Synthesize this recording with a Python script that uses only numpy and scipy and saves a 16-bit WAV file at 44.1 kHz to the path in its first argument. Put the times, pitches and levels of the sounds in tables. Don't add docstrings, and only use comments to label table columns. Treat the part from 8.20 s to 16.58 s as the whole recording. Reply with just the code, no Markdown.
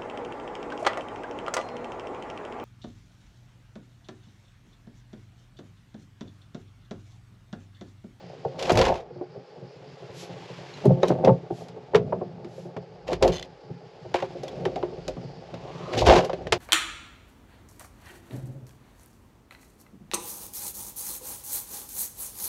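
import sys
import numpy as np
from scipy import signal
from scipy.fft import rfft, irfft, next_fast_len
from scipy.io import wavfile
from scipy.ndimage import uniform_filter1d

SR = 44100
rng = np.random.default_rng(int(sys.argv[2]) if len(sys.argv) > 2 else 0)


def output_pcm(signal):
    pcm = np.clip(np.atleast_2d(signal).T, -1, 1) * 32767
    wavfile.write(sys.argv[1], SR, np.round(pcm).astype(np.int16))


N = 369558
TIME = np.arange(N) / SR

# pitch in Hz, level in dB, t60 relative to the ring of the blow.
DEEP_MODES = [(116.9, 1.5, 1.12), (136.8, 3, 1.43), (173.3, 4.5, 1.32), (247.3, -5, 1.13)]
# pitch in Hz, level in dB, t60 relative to the ring of the blow.
BOX_MODES = [(275.5, -13, 1.8), (360.5, -0.5, 1.52), (391, -5, 1.48), (420.4, -1, 1.03), (464.7, -3, 1.5),
             (531.2, 2.5, 1.05), (614.4, 3.5, 0.52), (661, -6.5, 1.67), (710.6, -3.5, 1.4),
             (793.3, 2, 0.47), (888, -5, 0.83), (1116, -9, 0.46), (1190, -19.5, 0.074), (1455, -24, 0.74)]
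# frequency in Hz, relative level in dB per Hz.
BRIGHT_COLOUR = [(590, -25.5), (1000, -2), (1140, -9), (1320, -11), (2800, -10.5), (4930, -17),
                 (7180, -25.5), (9050, -41.5), (11300, -37), (14100, -70)]


def undb(db):
    return 10 ** (np.asarray(db) / 20)


def unit(x):
    return x / np.sqrt(np.mean(x ** 2))


def colour(x, points):
    hz, db = np.transpose(points)
    size = next_fast_len(len(x))
    f = np.maximum(np.arange(size // 2 + 1) * SR / size, 1)
    gain = undb(np.interp(np.log(f), np.log(hz), db))
    return irfft(rfft(x, size) * gain, size)[:len(x)]


def tilted(db_an_octave):
    return [(hz, db + db_an_octave * np.log2(hz / 3000)) for hz, db in BRIGHT_COLOUR]


def band(x, lo_hz, hi_hz):
    return unit(signal.sosfilt(signal.butter(2, [lo_hz, hi_hz], "bandpass", fs=SR, output="sos"), x))


def curve(table, column=1, off_db=-120):
    rows = np.transpose(table)
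    gain = undb(np.interp(TIME, rows[0], rows[column], off_db, off_db))
    return uniform_filter1d(gain, size=SR // 200)


def swell(s, db, rise_s, fall_s, held_s=0, droop_db=0):
    corners = np.cumsum([s - 4 * abs(rise_s), 4 * abs(rise_s), abs(held_s) + 1e-4, 4 * abs(fall_s)])
    level_db = np.interp(TIME, corners, db + np.array([-120, 0, droop_db, droop_db - 120]))
    return undb(level_db)


def add(out, s, x, db):
    i = int(s * SR)
    x = x[:N - i]
    out[i:i + len(x)] += x * undb(db) / np.max(np.abs(x))


def ring(modes, stretch, spread_db=0, near_hz=None, size=SR // 3, count=1):
    hz, db, t60 = np.transpose(modes)
    if near_hz is not None:
        db = db - 9 * np.abs(np.log2(hz / np.reshape(near_hz, (-1, 1))))
    t = np.arange(size) / SR
    chance = rng.standard_normal((count, len(modes), 2))
    strength = undb(db + spread_db * chance[..., 0]) * np.sign(chance[..., 1])
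    fade = np.exp(-np.log(1000) * t / np.maximum(t60 * stretch, 1e-3)[:, None])
    return np.squeeze(strength @ (fade * np.sin(2 * np.pi * hz[:, None] * t)))


def grains(per_s, spread_db):
    chance = rng.random((N, 3)).T
    size_db = spread_db * np.minimum(-np.log(1 - chance[2]), 3)
    return unit((chance[0] < per_s / SR) * np.sign(chance[1] - .5) * undb(size_db))


def grit(per_s, spread_db, rattle_s):
    jumps = signal.lfilter([1], [1, -np.exp(-1 / (rattle_s * SR))], grains(per_s, spread_db) ** 2)
    return unit(colour(rng.standard_normal(N) * np.sqrt(np.maximum(jumps, 0)), BRIGHT_COLOUR))


def shaken(judder, upper, rumble, bumps_per_s, heaves_per_s, ring_s, boom_s, spread_db, push_s):
    half = len(BOX_MODES) // 2
    low, high = ring(BOX_MODES[:half], ring_s), ring(BOX_MODES[half:], ring_s)
    deep = ring(DEEP_MODES, boom_s)
    bumps = np.abs(grains(bumps_per_s, spread_db))
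    pressure = signal.fftconvolve(bumps, np.hanning(int(push_s * SR)), "same")
    push = unit(pressure * rng.standard_normal(N))
    heave = grains(heaves_per_s, spread_db)
    size = np.linalg.norm(low + high)
    lower_part = signal.fftconvolve(judder * push, low / size)[:N]
    upper_part = signal.fftconvolve(upper * push, high / size)[:N]
    deep_part = signal.fftconvolve(rumble * heave, deep / np.linalg.norm(deep))[:N]
    return lower_part + upper_part + deep_part


def fan():
    # frequency in Hz, relative level in dB per Hz.
    fan_colour = [(15, -64), (25, -36), (156, -16), (294, -5.5), (426, 15.5), (744, -3.5), (827, 10),
                  (944, -6.5), (1520, -7.5), (4630, -24), (11100, -54), (14100, -60)]
    # time in seconds, level in dB before its drift.
    hiss_levels = [(0.0, -65.5), (.8, -73), (1.3, -68), (3.5, -74), (5.6, -69), (6.7, -65.5), (7.19, -61.5),
                   (7.3, -70), (8.38, -74)]
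    murmur = undb(-51.5) * unit(colour(rng.standard_normal(N), fan_colour))
    drift_db = 2 * band(rng.standard_normal(N), 2, 8)
    hiss = curve(hiss_levels) * undb(drift_db) * band(rng.standard_normal(N), 4310, 5240)
    return murmur + hiss


def stir():
    # time in seconds, level of the joggle in dB.
    stir_levels = [(0.0, -50), (0.65, -44.5), (0.85, -55.5), (1.37, -55.5), (2.6, -43.5), (3.29, -47),
                   (4.9, -53), (5.65, -52.5), (6.33, -42.5), (7.19, -48), (7.66, -42), (8.38, -43.5)]
    joggle = curve(stir_levels)
    rumble = joggle ** 0.58 * undb(-20.5)
    return shaken(joggle, joggle, rumble, bumps_per_s=100, heaves_per_s=70,
                  ring_s=0.15, boom_s=0.13, spread_db=3.0, push_s=0.0058)


def rustle():
    # time in seconds, level in dB.
    brush_levels = [(0.0, -59), (0.35, -58.5), (0.8, -71), (1.64, -59.5), (2.18, -51), (2.65, -48),
                    (2.69, -56.5), (3.15, -61), (4.24, -66), (5.61, -64), (6.2, -54), (7.2, -59.5),
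                    (7.75, -48.5), (8.1, -54), (8.38, -64)]
    # middle in seconds, level in dB, half length in seconds.
    swishes = [(2.008, -46.5, 0.036), (3.396, -56, 0.048), (4.387, -60.5, 0.066), ]
    gust = sum(undb(db) * np.exp(-.5 * ((TIME - s) / half) ** 2) for s, db, half in swishes)
    swish = unit(colour(rng.standard_normal(N), tilted(8)))
    return curve(brush_levels) * band(grit(920, 0.77, 0.0059), 930, 12000) + gust * swish


def scrapes():
    # peak in seconds, judder in dB, swell and fade in seconds per 30 dB,
    # rumble in dB re judder, upper modes in dB re judder.
    scrape_rows = [(.594, -16, 0.28, 0.23, -14.5, -1.5), (.71, -29.5, 0.17, 0.091, -18, 8.5),
                   (2.655, -21, 0.028, 0.16, 5.5, -2.5), (2.93, -22.5, 0.18, 0.13, -4, -7.5),
                   (3.09, -10.5, 0.096, 0.055, -2, -1), (3.78, -37, 0.044, 0.8, 6.5, -11),
                   (4.893, -29.5, 0.047, 0.099, -16, 2), (5.025, -16.5, 0.026, 0.2, -18, -2.5),
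                   (6.42, -32.5, 0.42, .4, -8, -9.5), (7.77, -21.5, 0.14, 0.2, -21, -8.5),
                   (7.905, -12, 0.11, 0.23, -18.5, 0.5)]
    gains = np.array([swell(*row[:4]) for row in scrape_rows])
    rumble_db, upper_db = np.transpose(scrape_rows)[-2:]
    return shaken(sum(gains), undb(upper_db) @ gains, undb(rumble_db) @ gains, bumps_per_s=450,
                  heaves_per_s=450, ring_s=0.078, boom_s=0.064, spread_db=3.5, push_s=.0003)


def air_pump():
    # peak in seconds, level in dB, swell and fade in seconds per 30 dB.
    pumps = [(.62, -22, 0.18), (2.71, -51, 0.17), (3.1, -48, .15), (3.8, -48, 0.17), (5.05, -28, 0.22),
             (6.56, -49, 1), (6.91, -43, 0.098), (7.89, -16.5, 0.12), (7.4, -56, 0.99), (8.36, -38.5, 0.5)]
    gain = sum(swell(s, db, half_s, half_s) for s, db, half_s in pumps)
    return gain * band(rng.standard_normal(N), 41, 80)


def knocks():
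    # time in seconds, peak of the hard ring in dB,
    # thud in dB re that peak, pitch in Hz about which the modes wake most.
    knock_rows = [(0.251, -18.5, -10.5, 516), (0.497, -6, -35, 640), (0.518, -8, -15, 533),
                  (0.572, -15, -7, 538), (0.589, -12.5, -31, 357), (0.722, -13.5, -35, 800),
                  (0.75, -20.5, -32, 764), (0.908, -34, -12, 442), (0.96, -34, -5, 400),
                  (1.014, -23, -35, 453), (1.159, -31.5, -5, 356), (1.365, -38, -5, 420),
                  (1.42, -35, -0.5, 430), (1.826, -33, -7, 422), (1.895, -36, 1.5, 450),
                  (2.03, -34, -9, 396), (2.097, -30, -2.5, 468), (2.301, -32, -3, 467),
                  (2.657, -6, -8, 356), (2.707, -10, -1, 397), (2.83, -4.5, -40, 600),
                  (2.905, -6, -12, 428), (3.044, -12.5, -8, 417), (3.078, -7.5, -13.5, 641),
                  (3.094, -8.5, -4.5, 640), (3.308, -18, -10.5, 376), (3.412, -29.5, -19, 540),
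                  (3.567, -30.5, -28, 458), (3.738, -18, -11, 494), (3.749, -2.5, -15, 480),
                  (3.926, -13.5, -17, 495), (4.016, -19.5, -22, 415), (4.253, -30.5, -15, 351),
                  (4.385, -29, -19, 410), (4.457, -31, -5.5, 358), (4.569, -24, -8.5, 408),
                  (4.887, -21, -24, 541), (4.922, -15.5, -13, 393), (5.025, -7.5, -13.5, 357),
                  (5.057, -12, -21, 720), (5.088, -15, -6, 430), (5.501, -32, 4, 393),
                  (5.856, -31.5, -2, 453), (5.945, -11, -41, 550), (6.027, -17.5, -18, 530),
                  (6.155, -26, -25, 382), (6.233, -24, -26, 358), (6.456, -14.5, -12.5, 392),
                  (6.562, -19.5, -41, 510), (6.63, -15.5, -32, 513), (6.725, -32, -9, 468),
                  (6.775, -30, -3, 373), (6.884, -20.5, -29, 400), (6.972, -28, -1, 530),
                  (7.035, -32.5, 4, 448), (7.335, -30.5, 0, 461), (7.819, -12, -20, 800),
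                  (7.87, -6, -21, 534), (7.901, -16, -31, 358), (7.964, -9, -9.5, 624),
                  (8.097, -20, -24, 730), (8.131, -19, -16, 458), (8.212, -27.5, -22, 390),
                  (8.27, -23, -30, 560), (8.324, -10, -18, 507)]
    _, peak_db, _, near_hz = np.transpose(knock_rows)
    out, t, blows = np.zeros(N), np.arange(SR // 20) / SR, len(knock_rows)
    contact_s, softer_per_db = 0.001199, .04
    touch_s = contact_s * np.exp(-softer_per_db * peak_db)[:, None]
    touch_s = touch_s * (600 / near_hz[:, None]) ** 1.203
    soft = signal.butter(2, 1600, fs=SR, output="sos")
    contact = signal.sosfilt(soft, rng.standard_normal((blows, len(t))) * t * np.exp(-t / touch_s))
    hard = ring(BOX_MODES, 0.059, spread_db=1.0, near_hz=near_hz, size=SR // 6, count=blows)
    tail = ring(BOX_MODES, 0.22, spread_db=4.0, near_hz=0.78 * near_hz, count=blows)
    deep = ring(DEEP_MODES, 0.18, spread_db=3.0, count=blows)
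    hard, tail = (signal.fftconvolve(x, contact, axes=1) for x in (hard, tail))
    deep = signal.fftconvolve(deep, np.hanning(SR // 300)[None], axes=1)
    for k, (s, db, thud_db, _) in enumerate(knock_rows):
        add(out, s - 1.299 * touch_s[k, 0], hard[k], db)
        add(out, s + 0.004084, tail[k], db - 11.5)
        add(out, s + 0.0027, deep[k], db + thud_db)
    return out


def rasps():
    # start of the hold in seconds, hold in seconds, level in dB, level change while held in dB,
    # gain in dB of the part under 2 kHz.
    rasp_rows = [(0.394, 0.086, -38.5, 2.5, -3.5), (.497, 0.056, -27.5, -13, 4.5),
                 (0.584, 0.22, -26, -24, 1.5), (2.827, 0.097, -38, -11, -1.5), (4.875, 0.071, -45, 1, -4),
                 (5.028, 0.074, -37.5, -8, 1), (5.123, 0.13, -41, -11, -7), (5.95, 0.12, -38.5, -16, 7),
                 (7.729, 0.021, -35, -1.5, -0.5), (7.78, 0.033, -24.5, -2, -27), (7.853, 0.014, -38, 8, -7),
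                 (7.871, 0.13, -22.5, -5.5, 2.5), (8.047, 0.025, -43, -9, 5)]
    attack_s, release_s = 0.018, 0.049
    noise = grit(600, 4.2, 0.0035)
    body = signal.sosfiltfilt(signal.butter(2, 2000, fs=SR, output="sos"), noise)
    edge_gain, body_gain = np.zeros(N), np.zeros(N)
    for s, held_s, db, droop_db, body_db in rasp_rows:
        gain = swell(s, db, attack_s, release_s, held_s, droop_db)
        edge_gain += gain
        body_gain += gain * undb(body_db)
    return edge_gain * (noise - body) + body_gain * body


def shudders():
    # start of the hold in seconds, hold in seconds, pitch in Hz, level in dB before a 6 dB cut.
    shudder_rows = [(.53, 0.041, 103, -21), (7.75, .11, 111.5, -24)]
    out = np.zeros(N)
    for s, held_s, hz, db in shudder_rows:
        gain = swell(s, db - 6.0, 0.046, .04, held_s, droop_db=5.3)
        out += gain * np.sin(2 * np.pi * hz * TIME)
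    return out


def snaps():
    # time in seconds, peak in dB, tilt of the crack in dB an octave.
    snap_rows = [(0.395, -27, 2), (0.4253, -21, 4), (0.4949, -19, -1), (0.5194, -23.5, 11), (0.555, -20, 3),
                 (0.5736, -9.5, 4.5), (0.59, -12.5, 2.5), (0.614, -11, 0), (0.6535, -15.5, 0),
                 (0.683, -21, -1), (0.721, -25, -16), (2.6544, -34.5, 13), (2.832, -12.5, -9),
                 (2.8823, -28, 7.5), (2.916, -25, -16), (3.048, -20, 0.5), (3.0782, -16, -7.5),
                 (3.484, -40, 5), (3.7474, -10, -6), (3.7559, -17.5, 0), (3.926, -24, -17),
                 (4.015, -32, -21), (4.246, -41.5, -1), (4.566, -32.5, -2), (4.88, -28, 0),
                 (4.9302, -21, 1.5), (5.0254, -11, 2.5), (5.0774, -21, 5.5), (5.9418, -15.5, -0.5),
                 (6.0232, -26.5, -2.5), (6.2338, -32.5, 7), (6.2805, -30.5, 5), (6.453, -23.5, -1),
                 (6.5584, -28.5, -1), (6.628, -24, -8.5), (6.8798, -24, 5), (7.341, -31.5, -0.6),
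                 (7.7367, -22.5, -5), (7.819, -17, -23), (7.865, -22, 10), (7.897, -7.5, -3),
                 (7.9647, -12, -2.5), (8.048, -28.5, 8.5), (8.097, -25.5, -3.5), (8.1314, -23, 0),
                 (8.2707, -28.5, -0.5), (8.323, -8.5, 2.5)]
    out, t = np.zeros(N), np.arange(SR // 8) / SR
    tail_t60_s = 0.1
    for s, db, tilt_db in snap_rows:
        burst = undb(6.0) * np.exp(-t / 0.00081) + np.exp(-t / 0.0076)
        crack = burst * unit(colour(rng.standard_normal(len(t)), tilted(tilt_db)))
        dull = unit(colour(rng.standard_normal(len(t)), tilted(tilt_db - 3.0)))
        tail = np.exp(-np.log(1000) * t / tail_t60_s) * dull
        onset = 1 - np.exp(-t / 0.00038)
        add(out, s, onset * (crack + undb(-3) * tail), db)
    return out


def clinks():
    # time in seconds, peak in dB, pitch in Hz, t60 in seconds before shortening to 0.72 of it.
    clink_rows = [(.63, -40, 6560, 0.072), (.765, -61, 6500, 0.16), (2.539, -39.5, 4070, 0.11),
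                  (2.832, -21, 3830, 0.042), (2.878, -36, 3870, 0.092), (2.886, -41, 5700, .06),
                  (6.283, -34.5, 3370, 0.06), (6.455, -23, 1810, 0.036), (8.27, -29, 1840, 0.024)]
    out = np.zeros(N)
    for s, db, hz, t60 in clink_rows:
        note = [(hz, 0, t60), (1.64 * hz, -8, .5 * t60)]
        add(out, s, ring(note, 0.72, size=SR // 8), db)
    return out


def creak():
    # first and last slip in seconds, gap in seconds, peak in dB, before scatter.
    slips = [(5.1215, 5.163, .0069, -28), (5.1696, 5.1964, .0134, -28), (5.227, 5.227, .03, -25)]
    # pitch in Hz, level in dB, t60 in seconds.
    hinge_modes = [(2040, -7, 0.018), (3080, -0.5, 0.018), (3480, 0, 0.016), (4130, -7, 0.027),
                   (5060, -8, 0.012), (6230, -1.5, 0.013), (7340, -14.5, 0.0069)]
    jitter_s, scatter_db = .0003, 1.2
    out, t = np.zeros(N), np.arange(SR // 100) / SR
    hinge = ring(hinge_modes, 1, size=SR // 30)
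    for first, last, gap, db in slips:
        for s in np.arange(first, max(first, last) + gap / 2, gap):
            chatter = .12 * rng.standard_normal(len(t)) * np.exp(-t / .002)
            chatter[0] = 1
            late, strong = rng.standard_normal(size=2)
            add(out, s + jitter_s * late, signal.fftconvolve(hinge, chatter), db + scatter_db * strong)
    return out


def whoosh():
    # time in seconds, centre in Hz, level in dB.
    gap_rows = [(7.36, 900, -60), (7.5, 1050, -50.5), (7.72, 1168, -43), (7.76, 1190, -70)]
    times, centres, _ = np.transpose(gap_rows)
    hz = np.interp(TIME, times, centres)
    wander = band(rng.standard_normal(N), 16, 130)
    tone = np.sqrt(2) * np.sin(2 * np.pi * np.cumsum(hz) / SR)
    return curve(gap_rows, column=2) * wander * tone


def scene():
    cabinet = stir() + scrapes() + knocks() + shudders()
    cabinet = signal.sosfilt(signal.butter(3, 85, "highpass", fs=SR, output="sos"), cabinet)
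    seals = rasps() + creak()
    contacts = snaps() + clinks()
    air = air_pump() + whoosh()
    return (cabinet + contacts + seals + rustle() + air + fan())[None]


def record(dry):
    ceiling, top_hz = .76, 14250
    x = signal.sosfilt(signal.butter(2, 30, "highpass", fs=SR, output="sos"), dry)
    x = x / (1 + (x / ceiling) ** 4) ** .25
    return signal.sosfilt(signal.ellip(8, .2, 70, top_hz, fs=SR, output="sos"), x)


dry = scene()
out = record(dry)
output_pcm(out)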